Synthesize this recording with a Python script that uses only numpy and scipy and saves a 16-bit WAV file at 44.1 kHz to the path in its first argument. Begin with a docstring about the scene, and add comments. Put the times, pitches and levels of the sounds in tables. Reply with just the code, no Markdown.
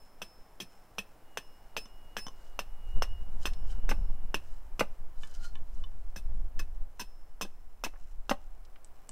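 """A hatchet shaves a dry wooden blank held upright on a chopping block in a garden.
Each stroke is a sharp pulse of air, then bursts of fibre fractures exciting the modes of blank, shaving and steel head.
Some strokes run on into the block; between strokes the blank slides, squeaks and taps, as excited resonances and tones.
Shaped noise makes the wind on the microphone and the garden; a thin, wavering sine squeals far off."""
import sys
import numpy as np
from scipy import signal
from scipy.fft import rfft, irfft, next_fast_len
from scipy.io import wavfile
from scipy.ndimage import uniform_filter1d

SR = 44100
rng = np.random.default_rng(int(sys.argv[2]) if len(sys.argv) > 2 else 0)


def dump_mix(stems):
    """Bounce the given channels to the path in sys.argv[1] as a 16-bit WAV at rate SR."""
    frames = np.atleast_2d(stems).T  # one column per channel
    limited = np.clip(frames, -1, 1)  # hard clip at full scale
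    pcm = np.round(limited * 32767).astype(np.int16)
    wavfile.write(sys.argv[1], SR, pcm)


N = 402054
TIME = np.arange(N) / SR
BLOW = TIME[:SR // 6]   # time within one blow (s)


def from_db(db):
    """Level: decibels to amplitude gain."""
    return 10 ** (np.asarray(db) / 20)


def rms_one(x):
    """Normalisation of power: scale to rms 1."""
    return x / np.sqrt(np.mean(x ** 2) + 1e-20)


def burst_one(x, seconds):
    """Normalisation of energy: scale to the energy of rms 1 held for that long."""
    return x / np.sqrt(np.sum(x ** 2) / (seconds * SR) + 1e-20)


def level_curve(rows):
    """Envelope: gain at every sample, linear in decibels between rows of start_s, level_db."""
    return from_db(np.interp(TIME, *np.transpose(rows)))


def add(track, s, sound):
    """Superposition: mix a sound into the track at time s."""
    at = max(0, round(s * SR))
    track[at:at + len(sound)] += sound[:max(0, N - at)]


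def lowpass(x, hz):
    """Second-order low-pass filtering: take off the treble."""
    return signal.sosfilt(signal.butter(2, hz, fs=SR, output="sos"), x)


def colour(x, spectrum):
    """Minimum-phase filtering: shape by a spectrum with a causal response, through the folded cepstrum."""
    size = next_fast_len(len(x) + 4096, True) // 2 * 2
    hz, db = np.transpose(spectrum)
    log_hz = np.log(np.maximum(np.arange(size // 2 + 1) * SR / size, 1))
    below = np.maximum(np.log(hz[0]) - log_hz, 0)
    log_gain = np.log(from_db(np.interp(log_hz, np.log(hz), db)))
    cepstrum = irfft(log_gain - 2 * below)   # 12 dB per octave down below the first point
    cepstrum[1:size // 2] *= 2
    cepstrum[size // 2 + 1:] = 0
    return irfft(rfft(x, size) * np.exp(rfft(cepstrum)))[:len(x)]


def drift(rate):
    """Slow modulation: random values, rate per second, joined by straight lines."""
    return np.interp(TIME * rate, np.arange(N // 10), rng.standard_normal(N // 10))


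def resonate(x, modes):
    """Modal superposition: parallel resonances, each with energy set by its height and width."""
    out = 0
    for hz, width, db in modes:
        radius = np.exp(-np.pi * width / SR)
        poles = [1, -2 * radius * np.cos(2 * np.pi * hz / SR), radius * radius]
        ringing = rms_one(signal.lfilter([1, 0, -1], poles, x + 1e-18))
        out = out + rng.choice([-1, 1]) * from_db(db) * np.sqrt(width) * ringing
    return out


def touched(modes, spread_db, detune):
    """Modal participation: a new contact point and grip shifts the modes and redistributes their energy."""
    luck = rng.standard_normal((len(modes), 2))
    return [(hz * np.exp(detune * a), width, db + spread_db * b)
            for (hz, width, db), (a, b) in zip(modes, luck)]


def fractures(hold, fade_t60, grain_db, sag_db=0):
    """Acoustic emission: dense uneven snaps that sag over the hold time and then die away."""
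    sizes = from_db(grain_db * np.minimum(rng.standard_normal(len(BLOW)), 2))
    snaps = rng.choice([-1, 1], len(BLOW)) * sizes
    sag = sag_db * np.minimum(BLOW / hold, 1)
    fade = 60 * np.maximum(BLOW - hold, 0) / fade_t60
    return snaps * from_db(-sag - fade)


# distant background: start_s, level_db (before the level given to the function)
AMBIENCE = [(0.0, -65.5), (3.53, -64), (8.12, -70), (9.12, -66.5)]
# spectrum of the garden: pitch_hz, level_db (per Hz, relative)
GARDEN = [(41, -37), (70, -8), (178, -14.5), (360, -15.5), (554, -15.5), (761, -13), (2170, -27.5),
          (2910, -31.5), (4000, -37), (5370, -35), (5890, -38.5), (16000, -35.5)]


def background(level_db):
    """Filtered noise from many incoherent sources: the soft wash of distant leaves and roads."""
    wash = rms_one(colour(rng.standard_normal(N), GARDEN))
    return from_db(level_db) * level_curve(AMBIENCE) * wash


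SQUEAL_HZ = 2877
# thin far squeal: start_s, level_db (before flutter)
SQUEAL = [(1.15, -85), (1.4, -70), (1.58, -80), (1.9, -71), (2.7, -72), (3.13, -59), (3.38, -76.5),
          (3.85, -72.5), (5.0, -88.5)]


def squeal(waver_hz, flutter_db):
    """Frequency and amplitude modulation: a thin far tone wavers, swells unevenly, fades in and out."""
    pitch_hz = SQUEAL_HZ + waver_hz * drift(25)
    tone = np.sin(2 * np.pi * np.cumsum(pitch_hz) / SR) * from_db(flutter_db * drift(9))
    fade = np.clip(np.minimum(TIME - SQUEAL[0][0], SQUEAL[-1][0] - TIME) / 0.14, 0, 1)
    return fade * level_curve(SQUEAL) * rms_one(tone)


PUFF_DB, PUFF_GROWTH = -33.5, 0.65   # level of the puffs; extra dB of puffs for each dB of gust
# wind on the microphone: start_s, level_db
GUSTS = [(0, -49), (.9, -53.5), (1.7, -45.5), (2.45, -39.5), (2.85, -32.5), (2.96, -20), (3.12, -27),
         (3.8, -23), (3.99, -18), (4.15, -25.5), (4.65, -33.5), (5.8, -26.5), (6.15, -32), (6.3, -24),
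         (6.82, -29.5), (6.95, -40.5), (7.45, -37), (7.75, -40), (8.15, -34), (9.1, -45.5)]
# spectrum of the slow eddies: pitch_hz, level_db (per Hz, relative)
WIND = [(4, 9.5), (11, 7), (20, -5.5), (31, -4.5), (43, -22), (60, -20), (100, -39), (3000, -150)]
# spectrum of the finer turbulence: pitch_hz, level_db (per Hz, relative)
TURBULENCE = [(60, 9.5), (160, 5), (300, -7.5), (900, -12), (6000, -58)]


def wind():
    """Turbulent pressure: slow eddies follow the gust, and each sheds a puff of finer turbulence."""
    gust = level_curve(GUSTS)
    eddies = colour(rng.standard_normal(N), WIND)
    eddies /= np.sqrt(uniform_filter1d(eddies ** 2, size=SR // 4))   # even strength before the gusts
    fine = rms_one(colour(rng.standard_normal(N), TURBULENCE))
    puffs = np.abs(eddies) * rms_one(gust) ** PUFF_GROWTH * fine
    return gust * (eddies + from_db(PUFF_DB) * puffs)


def grains(per_s, grain_db):
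    """Friction as a random point process: fibres catch and let go in clicks of uneven size."""
    caught = rng.random(N) < per_s / SR
    sizes = from_db(grain_db * np.minimum(rng.standard_normal(N), 1.5))
    return caught * rng.choice([-1, 1], N) * sizes


SLIDE_SWELL_DB = 23.5   # fall from the peak of a slide to half its length away
HANDLING_DB, HANDLING_GRAINS_PER_S = -80, 500   # soft rustle of the grip
# hand, sleeve and blank sliding: peak_s, length_s, level_db (before a common trim)
SLIDES = [(2.45, 0.4, -62.5), (3.434, .11, -49.5), (3.71, 0.16, -52.5), (4.504, 0.45, -65.5),
          (5.234, 0.21, -55), (5.311, .08, -56.5), (5.353, 0.07, -52), (5.449, 0.14, -47.5),
          (5.764, 0.37, -64.5)]
# what sliding makes ring: pitch_hz, width_hz, level_db (relative)
RUB = [(1440, 270, 8), (3000, 150, 8.5), (4080, 320, 2.5), (4970, 310, 5), (5650, 1600, 0), (7100, 1700, 0)]


def slides(grain_db, stutter_db):
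    """Friction excitation: grains ring resonances that stutter separately, over a faint rustle of the grip."""
    rub = 0
    for hz, width, db in RUB:
        stutter = stutter_db * np.clip(drift(70), -2, 1.5)
        rub = rub + from_db(db + stutter) * resonate(grains(1100, grain_db), [(hz, width, 0)])
    swells = 0
    for s, length, db in SLIDES:
        distance = np.minimum(2 * np.abs(TIME - s) / length, 10)
        swells = swells + from_db(db - SLIDE_SWELL_DB * distance)
    grip = resonate(grains(HANDLING_GRAINS_PER_S, grain_db), RUB)
    grip = grip * from_db(3.3 * np.minimum(drift(18), 2))
    return from_db(-5.0) * swells * rms_one(rub) + from_db(HANDLING_DB) * rms_one(grip)


# the blank squeaks as it is twisted on the block: start_s, level_db
SQUEAK = [(5.38, -74), (5.455, -51.5), (5.53, -81)]
# its partials: multiple (of the pitch), level_db (relative)
SQUEAK_PARTIALS = [(1, -12), (3, -18)]


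def squeak(pitch_hz, jitter, flutter_db):
    """Stick-slip oscillation: wood grips and slips on wood, unsteady in rate and strength."""
    phase = 2 * np.pi * np.cumsum(pitch_hz * (1 + jitter * drift(900))) / SR
    tone = sum(from_db(db + flutter_db * drift(200)) * np.sin(round(k) * phase) for k, db in SQUEAK_PARTIALS)
    sounding = (TIME > SQUEAK[0][0]) * (TIME < SQUEAK[-1][0])
    return level_curve(SQUEAK) * sounding * rms_one(tone)


def contact(modes):
    """Impulse excitation: one light, clean touch and a little scuffing ring a body."""
    touch = from_db(-36.0) * fractures(hold=0.0004, fade_t60=0.059, grain_db=8.0)
    touch[0] = 1
    return burst_one(resonate(touch, modes), 0.0047)


GLANCE_STEEL_DB, GLANCE_BLOCK_DB, GLANCE_BLANK_DB = -1.5, -1.5, -4.5   # shares of a glance
SNAP_KNOCK_DB = -18   # knock of the blank under a snap
# the blade glances off the block after a stroke: start_s, level_db (before the shares)
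GLANCES = [(1.857, -53), (2.267, -41.5), (2.283, -46.5)]
# the blank is set down on the block: start_s, level_db, middle_db (of its middle modes at that contact point)
TAPS = [(5.2341, -43, 1), (5.555, -48, -2), (5.839, -46, -18)]
# chips tick: start_s, level_db, pitch_hz
CHIPS = [(3.534, -50, 4480), (5.272, -56, 7000), (7.937, -50, 920), (7.958, -54, 1100), (8.65, -60, 5550),
         (8.758, -53.5, 1870)]
# splinters snap off: start_s, level_db
SNAPS = [(8.8464, -52.5), (9.0923, -43)]
# modes of a splinter: pitch_hz, width_hz, level_db (relative)
SPLINTER = [(5170, 3500, 5), (8160, 650, 20.6)]
# outer and middle modes of the blank: pitch_hz, width_hz, level_db (relative)
BLANK = [(1075, 60, 4), (2998, 51, 9.5), (3530, 64, 4.5), (5600, 220, -13)]
BLANK_MIDDLE = [(1742, 20, 12), (2290, 29, 2.6)]
# modes of the block: pitch_hz, width_hz, level_db (relative)
BLOCK = [(162, 110, 2.5), (211, 40, 3.5), (289, 105, 1.5), (466, 200, 1.5), (600, 160, 1.5), (816, 76, 3.5),
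         (1120, 460, -4.5), (1620, 73, -7.5), (1980, 210, -12.5), (2840, 360, -10)]
# high modes of the steel head: pitch_hz, width_hz, level_db (relative)
HEAD_HIGH = [(5255, 50, 0), (6040, 120, -4), (7480, 90, -14), (9555, 35, -9), (11630, 130, -16),
             (13830, 80, -10), (15110, 60, -20)]


def taps():
    """Light impact: the blade glances off the block, the blank is set down, chips tick, splinters snap."""
    out = np.zeros(N)
    for s, db in GLANCES:
        steel = burst_one(lowpass(contact(HEAD_HIGH), hz=8000), 0.0038)   # wood dulls the tick of the steel
        block = contact(touched(BLOCK, spread_db=7.5, detune=0.022)) + contact([(1030, 100, 0)])
        glance = from_db(GLANCE_BLANK_DB) * contact(BLANK)
        glance = glance + from_db(GLANCE_STEEL_DB) * steel + from_db(GLANCE_BLOCK_DB) * block
        add(out, s, from_db(db) * glance)
    for s, db, middle_db in TAPS:
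        modes = BLANK + [(hz, width, level + middle_db) for hz, width, level in BLANK_MIDDLE]
        add(out, s, from_db(db) * lowpass(contact(modes), hz=8500))
    for s, db, hz in CHIPS:
        tick = resonate(fractures(hold=0.0016, fade_t60=0.036, grain_db=8), [(hz, 0.98 * hz, 0)])
        add(out, s, from_db(db) * burst_one(lowpass(tick, hz=1.1 * hz), 0.0029))
    for s, db in SNAPS:
        knock = from_db(SNAP_KNOCK_DB) * contact(BLANK + BLANK_MIDDLE)
        add(out, s, from_db(db) * (contact(SPLINTER) + knock))
    return out


BLOCK_LOW_HZ = 143   # the block radiates little below this
THUD_CRACK_DB, HARD_THUD_DB = -20.5, -20.5   # crack relative to a thud of the hard level
CRACK_GROWTH = 1   # extra dB of crack for each dB of thud
# the blade lands in the block: start_s, level_db
THUDS = [(3.912, -27.5), (4.8066, -19), (7.448, -41), (7.862, -38), (8.3102, -20.5), (9.088, -52)]
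# spectrum of parting fibres: pitch_hz, level_db (per Hz, relative)
FIBRES = [(200, 13), (700, -3), (1600, -6.5), (3200, 2.5), (4300, 2.5), (6000, -10.5), (8000, -1.5),
          (11000, -7.5), (15500, -17)]


def thuds():
    """Heavy impact: the blade cracks fibres, shoves the block as it stops, and excites its low modes."""
    out = np.zeros(N)
    shove = -np.exp(-((BLOW - 0.002) / 0.00028) ** 2)
    radiation = signal.butter(3, BLOCK_LOW_HZ, "high", fs=SR, output="sos")
    for s, thud_db in THUDS:
        crush = fractures(hold=0.0037, fade_t60=0.038, grain_db=1) * (1 - np.exp(-BLOW / 0.00085))
        thump = burst_one(resonate(crush, touched(BLOCK, spread_db=3, detune=0.047)), 0.0052)
        body = thump + from_db(-9) * burst_one(shove, 0.004)
        body = signal.sosfilt(radiation, lowpass(body, hz=4000))
        crack = colour(fractures(hold=0.0045, fade_t60=0.057, grain_db=5.0), FIBRES)
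        crack_db = thud_db + THUD_CRACK_DB + CRACK_GROWTH * (thud_db - HARD_THUD_DB)
        add(out, s, from_db(thud_db) * body)
        add(out, s - .001, from_db(crack_db) * burst_one(crack, 0.0036))
    return out


# the head once clear of the wood: pitch_hz, level_db (relative), share (of the ring time)
HEAD_FREE = [(2600, -12, 0.37), (5253, 4, 0.87), (7530, -18, 0.33), (9640, -7.5, 0.42), (13840, -18, 0.22),
             (15130, -15, 0.23)]


def free_ring(t60):
    """Free vibration: clear of the wood, each mode of the steel head decays at its own rate."""
    t = TIME[:SR]
    swell = 1 - np.exp(-t / 0.0012)
    return swell * sum(from_db(db - 60 * t / (t60 * share)) * np.sin(2 * np.pi * hz * t)
                       for hz, db, share in HEAD_FREE)


RING_T60_S = 1   # decay time that the modes take shares of
GLANCE_DAMPING_DB = 13   # what the ring loses when the blade touches down
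# strokes of the hatchet: start_s, bite_db, cut_s, cut_db, clang_db (head's low modes),
# ring_db (free head), shaving_db; levels are before the trims and shares in the functions
CHOPS = [ (0.2171, -27.5, 0.01, -42.5, -45, -60.5, -45), (0.6011, -37, 0.023, -44, -48.5, -65, -45),
         (.983, -21.5, 0.007, -38, -33, -76, -42), (1.3725, -19.5, 0.0092, -40.5, -43.5, -63.5, -45.5),
         (1.766, -19.5, 0.015, -39.5, -39, -52.5, -46), (2.167, -19, 0.023, -43, -48, -48, -48),
         (2.5909, -16.5, 0.0021, -33, -41.5, -76, -52), (3.0217, -14, 0.0098, -38.5, -46, -73, -50),
         (3.4549, -15.5, .017, -38, -41, -64.5, -42.5), (3.8914, -21.5, .021, -40.5, -43, -68.5, -62),
         (4.3433, -11.5, 0.003, -32, -32, -78, -43), (4.7943, -17.5, 0.0063, -33, -34.5, -81, -44),
         (6.1603, -34, 0.024, -47.5, -56, -81, -53), (6.592, -33.5, 0.0061, -39, -42.5, -88, -43.5),
         (6.995, -32.5, .022, -40, -50, -66, -53), (7.4114, -21, 0.016, -36.5, -41.5, -75, -49),
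         (7.8377, -19, .014, -36.5, -39, -85, -56), (8.2944, -16, 0.017, -39.5, -49, -93, -49)]


def singing(earlier_db):
    """Contact damping: the head rings from the end of each cut until a glance off the block subdues it."""
    out = np.zeros(N)
    ring = free_ring(t60=RING_T60_S)
    add(out, 0, from_db(earlier_db) * ring)   # still singing from an earlier stroke
    for s, _, cut, _, _, ring_db, _ in CHOPS:
        t = s + cut + TIME[:SR]
        touches = sum(np.clip((t - at) / 0.0038, 0, 1) for at, _ in GLANCES if at > s)
        add(out, s + cut, from_db(ring_db - GLANCE_DAMPING_DB * touches) * ring)
    return out


def bite(hz, cycles):
    """Pressure pulse: the edge meets the wood in one short push and pull of air, a millisecond in."""
    phase = (BLOW - .001) * hz
    return -np.sin(2 * np.pi * phase) * np.exp(-(phase / cycles) ** 2)


WOOD_DB, FIBRE_DB, HEAD_HIGH_DB, BLANK_DB = -2.5, -7, -2.5, -9.5   # shares of the cutting level
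TURN_S, TURNED_LOSS_DB = 5.5, 24   # once turned and gripped anew, the blank rings less
SHAVING_HZ, TURNED_SHAVING_HZ = 3280, 1660   # the shaving's pitch before and after the blank is turned
SHAVING_WIDTH_HZ, BLANK_RING_S, FIBRE_RISE_S = 140, 0.0022, 0.0011
# modes of the knock, of the wood being cut, and low modes of the head: pitch_hz, width_hz, level_db (relative)
KNOCK = [(440, 223, 1.5), (1520, 290, -2.5), (2733, 99, 6.5), (3210, 320, -7.5), (5490, 50, 2),
         (6180, 100, -7)]
WOOD = [(189, 30, 14), (420, 140, 4.5), (570, 270, -5), (730, 440, -23), (1010, 73, 5.5), (1440, 730, -21),
        (1700, 370, 2.5), (1966, 140, -9.5), (2880, 170, -2.5), (3570, 210, -4.5)]
HEAD_LOW = [(2579, 53, 1), (2660, 190, -8)]


def chops():
    """Forced vibration: the bite knocks, then parting fibres shake blank, head and shaving through the cut."""
    out = np.zeros(N)
    click = signal.unit_impulse(len(BLOW))
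    for s, bite_db, cut, cut_db, clang_db, _, shaving_db in CHOPS:
        turned = s > TURN_S
        shaving_mode = (TURNED_SHAVING_HZ if turned else SHAVING_HZ, SHAVING_WIDTH_HZ, 0)
        blank_db = BLANK_DB - TURNED_LOSS_DB * turned
        span = cut + 0.00088
        knock = lowpass(resonate(click, touched(KNOCK, spread_db=5, detune=0.0095)), hz=6900)
        rise = 0.00039 * from_db(-.7 * (bite_db + 50.0))   # a glancing edge sinks in more slowly
        sinking = 1 - np.exp(-BLOW / rise)

        # forces on the fibres, wood, head and blank
        tear = fractures(cut, fade_t60=0.1, grain_db=8.0, sag_db=3.5)
        tear = sinking * (1 - np.exp(-BLOW / FIBRE_RISE_S)) * tear
        push = sinking * fractures(cut, fade_t60=0.064, grain_db=6.5, sag_db=0.5)
        shake = sinking * fractures(cut, fade_t60=0.038, grain_db=0.5, sag_db=4.5)
        jolt = sinking * fractures(BLANK_RING_S, fade_t60=0.048, grain_db=7)

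        # what they make sound
        wood_modes = touched(WOOD, spread_db=5.5, detune=0.01)
        blank_modes = touched(BLANK + BLANK_MIDDLE, spread_db=0, detune=0.023)
        crackle = from_db(FIBRE_DB) * burst_one(colour(tear, FIBRES), span)
        wood = from_db(WOOD_DB) * burst_one(resonate(push, wood_modes), span)
        blank = from_db(blank_db) * burst_one(resonate(jolt, blank_modes), span)
        steel = from_db(HEAD_HIGH_DB) * burst_one(resonate(shake, HEAD_HIGH), span)
        clang = from_db(clang_db) * burst_one(resonate(shake, HEAD_LOW), span)
        shaving = from_db(shaving_db) * burst_one(resonate(jolt, [shaving_mode]), span)

        add(out, s - .0003, from_db(bite_db - 2.0) * bite(hz=960, cycles=0.33))
        add(out, s + .0007, from_db(bite_db - 9) * burst_one(knock, 0.00091))
        add(out, s, from_db(cut_db) * (crackle + wood + blank + steel) + clang + shaving)
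    return out


def scatter(x, delay, t60, cut_hz, level_db):
    """Convolution with decaying noise: a diffuse tail sets in after a delay, duller than the source."""
    t = TIME[:SR]
    tail = rng.standard_normal(SR) * from_db(-60 * t / t60) * (1 - np.exp(-(t / delay) ** 2))
    dulling = signal.butter(1, cut_hz, fs=SR, output="sos")
    tail = signal.sosfilt(dulling, burst_one(tail, 1 / SR))
    return from_db(level_db) * signal.fftconvolve(x, tail)[:N]


WIND_SIDE_DB = -52.5   # wind that differs between the sides


def scene():
    """Superposition: work at the block, reflections from ground and fences, and open air; nearly mono."""
    work = chops() + singing(earlier_db=-66.5) + thuds() + taps()
    work = work + slides(grain_db=8.0, stutter_db=3.5) + squeak(pitch_hz=1410, jitter=0.024, flutter_db=-2)
    near = scatter(work, delay=0.0038, t60=0.12, cut_hz=19845, level_db=-14.5)
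    far = scatter(work, delay=0.053, t60=0.45, cut_hz=14000, level_db=-33.5)
    air = wind() + background(level_db=3.0) + squeal(waver_hz=15.7, flutter_db=2.5)
    middle = work + near + far + air
    hiss = from_db(-78.5) * rng.standard_normal((2, N))
    # a faint, short treble noise that follows the work, hiss and a little wind differ between the sides
    treble = signal.sosfilt(signal.butter(2, 7500, "high", fs=SR, output="sos"), work)
    side = scatter(treble, delay=0.00038, t60=0.024, cut_hz=19845, level_db=-57)
    side = side + from_db(WIND_SIDE_DB) * wind()
    return middle + hiss + side * np.array([[1], [-1]])


CUTOFF_HZ = 15700


def record(dry):
    """Band limiting: an elliptic low-pass cuts the top steeply."""
    return signal.sosfilt(signal.ellip(10, .1, 80, CUTOFF_HZ, fs=SR, output="sos"), dry)


dry = scene()
out = record(dry)
dump_mix(out)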